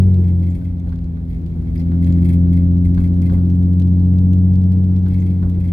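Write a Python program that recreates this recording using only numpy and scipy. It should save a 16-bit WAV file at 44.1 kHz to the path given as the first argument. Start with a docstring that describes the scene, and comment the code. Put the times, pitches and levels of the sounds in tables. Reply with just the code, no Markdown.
"""Inside a sports car on a damp road. The V6 exhaust drones near 1800 rpm, eases off and pulls again;
its note is made of the engine's firing pulses. The tyres rumble and hiss, and sparse raindrops tick
on the windscreen. A loose plastic part buzzes in bursts, small metal fittings chink, and bumps thud
through the body and knock the trim. All but the engine is noise, shaped in tone and loudness."""
import sys
import numpy as np
from scipy import signal
from scipy.fft import rfft, irfft, next_fast_len
from scipy.io import wavfile
from scipy.ndimage import map_coordinates

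SR = 44100
rng = np.random.default_rng(int(sys.argv[2]) if len(sys.argv) > 2 else 0)


def write(x):
    x = np.atleast_2d(x).T
    wavfile.write(sys.argv[1], SR, np.round(np.clip(x, -1, 1) * 32767).astype(np.int16))


N = 252336

# How alike left and right sound. Each row: pitch in Hz, likeness (1 is the same, 0 is unrelated).
LIKENESS = [(60, .99), (160, .95), (290, .75), (480, .45), (700, 0), (1300, -.2), (2500, .1), (12000, .1)]
# Bumps under the wheels. Each row: start in seconds, suspension heave in dB, body thud in dB.
ROAD_BUMPS = [(.565, -19, -51.5), (.857, -22.5, -41.5), (1.2, -33, -56), (1.55, -22.5, -46.5),
              (1.71, -26.5, -55.5), (2.2, -21.5, -58), (2.83, -16, -57.5), (2.971, -13, -42.5),
              (3.31, -20, -34.5), (5.1, -18.5, -55.5), (5.42, -25.5, -37)]
CABIN_PHASE = 1.3  # radians by which the cabin shifts the firing overtones against the boom


def amp(db):
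    """Turn decibels into a number to multiply by."""
    return 10 ** (np.asarray(db) / 20)


def unit(x):
    """Scale a signal to an average (rms) level of 1."""
    return x / np.sqrt(np.mean(x ** 2) + 1e-20)


def along(points, hz):
    """Read between rows of (Hz, value), with octaves evenly spaced."""
    row_hz, values = np.transpose(points)
    return np.interp(np.log(hz + 1), np.log(row_hz + 1), values)


def curves(rows):
    """Give one value per sample for each column after the time."""
    times, *columns = np.transpose(rows)
    return [np.interp(np.arange(N) / SR, times, column) for column in columns]


def wobble(rate):
    """A smooth curve through `rate` random points a second."""
    coarse = np.arange(0, N + 64, 64)
    points = rng.standard_normal(1024)
    return np.interp(np.arange(N), coarse, map_coordinates(points, [coarse * rate / SR], mode="wrap"))


def filtered(x, response):
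    """Scale each frequency in x by response(hz)."""
    size = next_fast_len(N + SR // 4)
    return irfft(rfft(x, size) * response(np.fft.rfftfreq(size, 1 / SR)), size)[..., :N]


def cabin_noise(response):
    """Filtered stereo noise at level 1: the bass is in the middle, the treble all around."""
    def weights(hz):
        angle = np.arccos(np.clip(along(LIKENESS, hz), -1, 1)) / 2
        return response(hz) * np.array([np.cos(angle), np.sin(angle)])
    mid, side = filtered(rng.standard_normal((2, N)), weights)
    return unit(np.array([mid + side, mid - side]))


def rush(tone):
    """Cabin noise shaped by rows of (Hz, dB)."""
    return cabin_noise(lambda hz: amp(along(tone, hz)))


def strikes(times, db, attack, t60, tail_db, tail_t60):
    """Loudness of blows: a quick rise, a fall and a weak cabin tail. t60 is seconds to fade 60 dB."""
    t = np.arange(SR // 5) / SR
    fall = amp(-120 * t / t60) + amp(2 * tail_db - 120 * t / tail_t60)  # power, so the dB are doubled
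    shape = (1 - np.exp(-t / attack)) ** 2 * fall
    starts = np.clip(np.round(times * SR).astype(int), 0, N - 1)
    power = np.bincount(starts, amp(db) ** 2, N)
    return np.sqrt(np.abs(signal.fftconvolve(power, shape / shape.max())[:N]))


def placed(phase, pan_db, lead):
    """A tone at two spots in the cabin: the left is pan_db louder and `lead` radians ahead."""
    left = amp(pan_db / 2) * np.cos(phase + lead / 2)
    right = amp(-pan_db / 2) * np.cos(phase - lead / 2)
    return np.sqrt(2) * np.array([left, right])


def engine():
    """Six firings a cycle make a boom, with a drone, growl and snarl at 2, 3 and 4 times its pitch."""
    # Engine speed. Each row: time in seconds, firings per second.
    speed = [(0, 94), (.3, 88.6), (.75, 87.5), (1.1, 84), (1.7, 83.2), (2.0, 86.8), (3.0, 88.4),
             (4.0, 89.9), (4.35, 91.3), (4.8, 92.1), (5.25, 91.3), (5.72, 88.7)]
    # Loudness of the boom (set by the throttle), growl and snarl. 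Each row: time in seconds, level in dB.
    throttle = [(0.04, -10), (0.5, -16), (0.56, -21), (1.27, -27), (1.74, -23), (1.84, -19), (2.06, -14),
                (2.4, -13), (3.16, -15), (4.44, -12), (5.7, -18)]
    growl = [(.24, -47.5), (.42, -36), (1.55, -36.5), (2.03, -24.5), (3.1, -27), (4.1, -29.5), (5.0, -35.5),
             (5.7, -35.5)]
    snarl = [(0, -38), (.17, -39.5), (.8, -54.5), (1.75, -49), (2.2, -39), (3.5, -42.5), (4.4, -51.5),
             (5.0, -60), (5.6, -52.5)]
    # The drone. Each row: time in seconds, level in dB compared with the boom.
    drone = [(.1, -8), (.45, -7), (1.1, -1.5), (2.1, -3), (4.3, -4.5), (5.7, -5)]
    firing_hz, = curves(speed)
    boom_db, = curves(throttle)
    growl_db, = curves(growl)
    snarl_db, = curves(snarl)
    drone_db = boom_db + curves(drone)[0]
    firing = 2 * np.pi * np.cumsum(firing_hz) / SR + .02 * wobble(25)
    cycle = firing / 6
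    throb = np.cos(cycle)  # unequal cylinders swell the note once a cycle
    growl_db = growl_db + .42 * throb + .17 * wobble(30)
    out = amp(boom_db) * placed(firing, pan_db=.75, lead=.08)
    out += amp(drone_db + 1.4 * throb) * placed(2 * firing + CABIN_PHASE, pan_db=1.9, lead=.24)
    out += amp(growl_db) * placed(3 * firing + CABIN_PHASE, pan_db=-3.5, lead=-.18)
    out += amp(snarl_db + .95 * wobble(13)) * placed(4 * firing + CABIN_PHASE, pan_db=-1.5, lead=.37)
    load_db = boom_db - boom_db.max()  # more throttle, stronger overtones
    return out + amp(.74 * load_db + 3.5) * exhaust_overtones(cycle, firing_hz / 6)


def exhaust_overtones(cycle, cycle_hz, bank_db=-6, cylinder_db=-11.5, rough_db=1.5, count=72):
    """Unequal cylinders and their two banks add weak tones that swell as they slide past resonances."""
    # Exhaust tone in the cabin. Each row: pitch in Hz, relative level in dB.
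    pipe = [(40, -42), (100, -33), (133, -27), (200, -37), (300, -41), (350, -49), (400, -56), (440, -61),
            (560, -63), (640, -59), (760, -66), (1100, -76)]
    # Resonances of pipe and cabin. Each row: pitch in Hz, width in Hz, boost in dB.
    resonances = [(308, 22, 7), (352, 24, 10), (378, 14, 11), (416, 14, 11), (457, 30, 14), (523, 32, 13),
                  (611, 12, 5)]
    grid_hz = np.arange(1500)
    boost_db = sum(db / (1 + (2 * (grid_hz - hz) / width) ** 4) for hz, width, db in resonances)
    passed_db = along(pipe, grid_hz) + boost_db
    out = np.zeros((2, N))
    for k in range(2, count + 1):
        if k in (6, 12, 18, 24):  # engine() makes these four
            continue
        share_db = 0 if k % 6 == 0 else bank_db if k % 3 == 0 else cylinder_db
        hz = k * cycle_hz
        apart = np.sqrt(1 - np.clip(along(LIKENESS, hz.mean()), 0, 1))
        start, pan, lead = rng.standard_normal(3)
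        level = amp(np.interp(hz, grid_hz, passed_db) + share_db + rough_db * wobble(13))
        shift = CABIN_PHASE if k % 6 == 0 else np.pi * start
        out += level * placed(k * cycle + shift, pan_db=2 * apart * pan, lead=1.7 * apart * np.sign(lead))
    return out


def road():
    """The suspension rumbles and heaves, body panels boom, and tyres roar and hiss on damp asphalt."""
    # Uneven road between bumps. Each row: time in seconds, rumble in dB.
    unevenness = [(.1, -27.5), (.45, -37), (.65, -29), (1.7, -25.5), (2.0, -32.5), (2.5, -28), (3.15, -36),
                  (3.6, -31), (4.9, -37.5), (5.6, -29.5)]
    # Rolling tyres. Each row: time in seconds, then relative levels of roar and hiss in dB.
    rolling = [(0.08, -54.5, -72), (0.59, -59.5, -73.5), (0.9, -61, -84.5), (1.27, -60.5, -79.5),
               (1.98, -56.5, -74), (2.17, -54.5, -74), (2.62, -57.5, -79), (3.19, -56.5, -72),
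               (3.81, -57.5, -74.5), (4.94, -56.5, -77), (5.18, -57.5, -72), (5.64, -57.5, -77)]
    # The tone of each of the four noises. Each row: pitch in Hz, relative level in dB.
    rumble_tone = [(12, -32.5), (24, -14), (38, -9.5), (48, -6.5), (60, 5), (72, -9.5), (90, -9),
                   (200, -33.5), (500, -77.5)]
    body_tone = [(50, -31.5), (90, -7), (125, -0.5), (160, -4.5), (215, -5), (290, -8.5), (345, -11.5),
                 (400, -22.5), (560, -28.5), (900, -66)]
    roar_tone = [(200, -19.5), (450, -1), (760, 0.5), (1000, -9), (1300, -12), (2100, -17), (2800, -22.5),
                 (4000, -23.5), (6000, -37.5), (12000, -51.5)]
    hiss_tone = [(1000, -8.5), (3500, 2.5), (6500, -3.5), (11000, 0), (14000, -3), (16000, -8)]
    rumble_db, = curves(unevenness)
    roar_db, hiss_db = curves(rolling)
    times, heave_db, _ = np.transpose(ROAD_BUMPS)
    surface_db = .7 * wobble(20)
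    heave = strikes(times, heave_db, attack=.02, t60=.31, tail_db=-22.5, tail_t60=.3)
    rumble = np.hypot(amp(rumble_db), heave) * rush(rumble_tone)
    body = amp(-30.5 + 1.4 * (roar_db - roar_db.mean()) + surface_db) * rush(body_tone)
    roar = amp(roar_db + 6 + surface_db) * rush(roar_tone)
    hiss = amp(hiss_db + 5.5) * rush(hiss_tone)
    return rumble + body + roar + hiss


def rain(tick_db=-7, splash_db=-2, size_range_db=13, small_splash_db=-12, count=170):
    """Single drops tick on the glass with a bright splash; smaller ones patter between them."""
    # The largest drops. Each row: start in seconds, relative level in dB, treble offset in dB.
    drops = [(0.1425, -38, -16.5), (.9583, -44, -29), (1.042, -45, -15), (1.4631, -42, -12),
             (2.0449, -37, -25), (2.1245, -39, -15), (2.9483, -38, -10), (3.2182, -37, -12),
             (3.5, -39, -17), (3.628, -41.5, -13), (3.7317, -41.5, -15), (3.7988, -36, -12),
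             (3.8208, -38, -19), (4.1865, -39, -22.5), (4.3329, -36.5, -10), (4.5358, -42.5, -18.5),
             (4.6151, -46.5, -15.5), (4.7206, -38.5, -10.5), (4.8389, -43, -17), (4.9635, -40.5, -20.5),
             (5.0841, -44, -3), (5.4985, -42.5, -4.5)]
    # The patter grows louder. Each row: time in seconds, level of its bigger drops in dB.
    shower = [(0, -52), (2.4, -51), (3.3, -47.5), (5.7, -48.5)]
    # The tones of struck glass and splashing water. Each row: pitch in Hz, relative level in dB.
    glass_tone = [(800, -24), (1800, -2), (3200, -1), (4200, 0), (5500, -7), (8000, -11), (14000, -23)]
    splash_tone = [(2500, -25.5), (6000, -9), (11000, -3), (15000, -7)]
    times, db, treble_db = np.transpose(drops)
    tick = strikes(times, db + tick_db, attack=.0002, t60=.012, tail_db=-15, tail_t60=.09)
    splash = strikes(times, db + treble_db + splash_db, attack=.0002, t60=.008, tail_db=-18, tail_t60=.05)
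    when, size = rng.random((count, 2)).T
    when = when * N / SR
    small_db = np.interp(when, *np.transpose(shower)) - size_range_db * (1 - size ** 2)  # mostly tiny
    patter = strikes(when, small_db, attack=.0002, t60=.011, tail_db=-20, tail_t60=.05)
    glass = np.hypot(tick, patter) * rush(glass_tone)
    water = np.hypot(splash, amp(small_splash_db) * patter) * rush(splash_tone)
    return (glass + water) * amp([[.6], [-.6]])  # a little to the left


def plastic_buzz(shake_s=.0405, contacts_per_s=4000, ring_db=-3.5, chatter_db=-12, chatter_grows=1.35):
    """A loose part shakes in bursts; each shake is a run of tiny contacts that make it ring."""
    # Bursts of shaking. Each row: start in seconds, length in seconds, relative level in dB.
    bursts = [(0.234, .06, -52), (0.423, .14, -50), (0.643, .02, -54), (1.299, .06, -56), (1.751, .06, -49),
              (2.021, .06, -47.5), (2.135, .1, -49.5), (2.244, .1, -42), (2.524, .06, -48.5),
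              (2.846, .02, -49), (2.994, .06, -48.5), (3.214, .06, -47), (3.328, .02, -46.5),
              (5.095, .22, -51), (5.597, .1, -50)]
    # The part's resonances. Each row: pitch in Hz, width in Hz, relative level in dB.
    resonances = [(1740, 60, -8), (2055, 60, 0), (2245, 65, -2), (2400, 80, -9), (2590, 80, -8),
                  (3250, 110, -10), (4400, 1400, -19), (7000, 500, -20), (8880, 300, -11), (9710, 250, -11),
                  (11000, 700, -17), (12500, 1100, -15)]
    # The road keeps it trembling between bursts. Each row: time in seconds, level in dB.
    trembling = [(.3, -70.5), (3.3, -69.5), (3.6, -76), (4.9, -74.5), (5.2, -67)]
    shakes = [(start + lag, db - 1 if lag == 0 else db)  # a burst needs one shake to get going
              for start, length, db in bursts for lag in np.arange(0, length, shake_s)]
    times, db = np.transpose(shakes)
    db = db + 1.5 * rng.standard_normal(len(times))
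    contacts = unit((rng.random(N) < contacts_per_s / SR) * rng.standard_normal((2, N)))

    def ring(loudness, modes):
        """The contacts follow a loudness curve and set some of the resonances ringing."""
        def response(f):
            return sum((-1) ** k * amp(level) * 1j * f * width / (hz * hz - f * f + 1j * f * width)
                       for k, (hz, width, level) in enumerate(modes))
        return filtered(contacts * loudness, response) / filtered(contacts, response).std()
    high_db = db.mean() + chatter_grows * (db - db.mean()) + chatter_db  # harder shakes are brighter
    low = strikes(times, db + ring_db, attack=.004, t60=.11, tail_db=-20, tail_t60=.18)
    high = strikes(times, high_db, attack=.003, t60=.14, tail_db=-20, tail_t60=.18)
    tremble = amp(curves(trembling)[0] + 4.1 * wobble(25))
    return ring(low + tremble, resonances[:7]) + ring(high, resonances[7:])


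def metal_chinks(width=.11):
    """A shaken metal fitting rings briefly around one pitch."""
    # The chinks. Each row: start in seconds, pitch in Hz, level in dB.
    chinks = [(.5, 7300, -59), (1.295, 12000, -60.5), (1.775, 4860, -55), (1.796, 4780, -51.5),
              (5.2, 6600, -58)]
    out = np.zeros((2, N))
    for start, hz, db in chinks:
        band = cabin_noise(lambda f: 1 / (1 + ((f - hz) / (width * hz)) ** 2))
        out += band * strikes(np.array([start]), [db], attack=.0019, t60=.052, tail_db=-9, tail_t60=.15)
    return out


def bumps():
    """Bumps in the road thud through the body, and the trim knocks."""
    # Knocks of the trim. Each row: start in seconds, relative level in dB.
    knocks = [(.6115, -49), (.8674, -49), (0.9216, -42), (1.166, -49), (1.915, -42.5), (2.9741, -35),
              (3.2935, -39), (3.3773, -45), (5.0605, -40), (5.424, -42)]
    # The tones of knocking trim and thudding body. 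Each row: pitch in Hz, relative level in dB.
    knock_tone = [(300, -30), (700, -5.5), (1100, 0), (1280, -5.5), (1480, 3.5), (1800, -7), (2800, -19.5),
                  (4200, -16), (7000, -37.5), (14000, -34.5)]
    thud_tone = [(80, -12), (200, 3.5), (350, 4.5), (650, -2), (900, -9), (1300, -17), (2500, -41.5)]
    knock_times, knock_db = np.transpose(knocks)
    thud_times, _, thud_db = np.transpose(ROAD_BUMPS)
    knock = strikes(knock_times, knock_db - 3.5, attack=.0026, t60=.065, tail_db=-14.5, tail_t60=.32)
    thud = strikes(thud_times, thud_db, attack=.008, t60=.38, tail_db=-11, tail_t60=.15)
    return knock * rush(knock_tone) + thud * rush(thud_tone)


def scene():
    """Everything as heard behind the windscreen."""
    return engine() + road() + bumps() + plastic_buzz() + metal_chinks() + rain()


def record(dry):
    """Cut away the very highest treble."""
    top_hz = 15800
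    return filtered(dry, lambda hz: 1 / (1 + (hz / top_hz) ** 120))


dry = scene()
out = record(dry)
write(out)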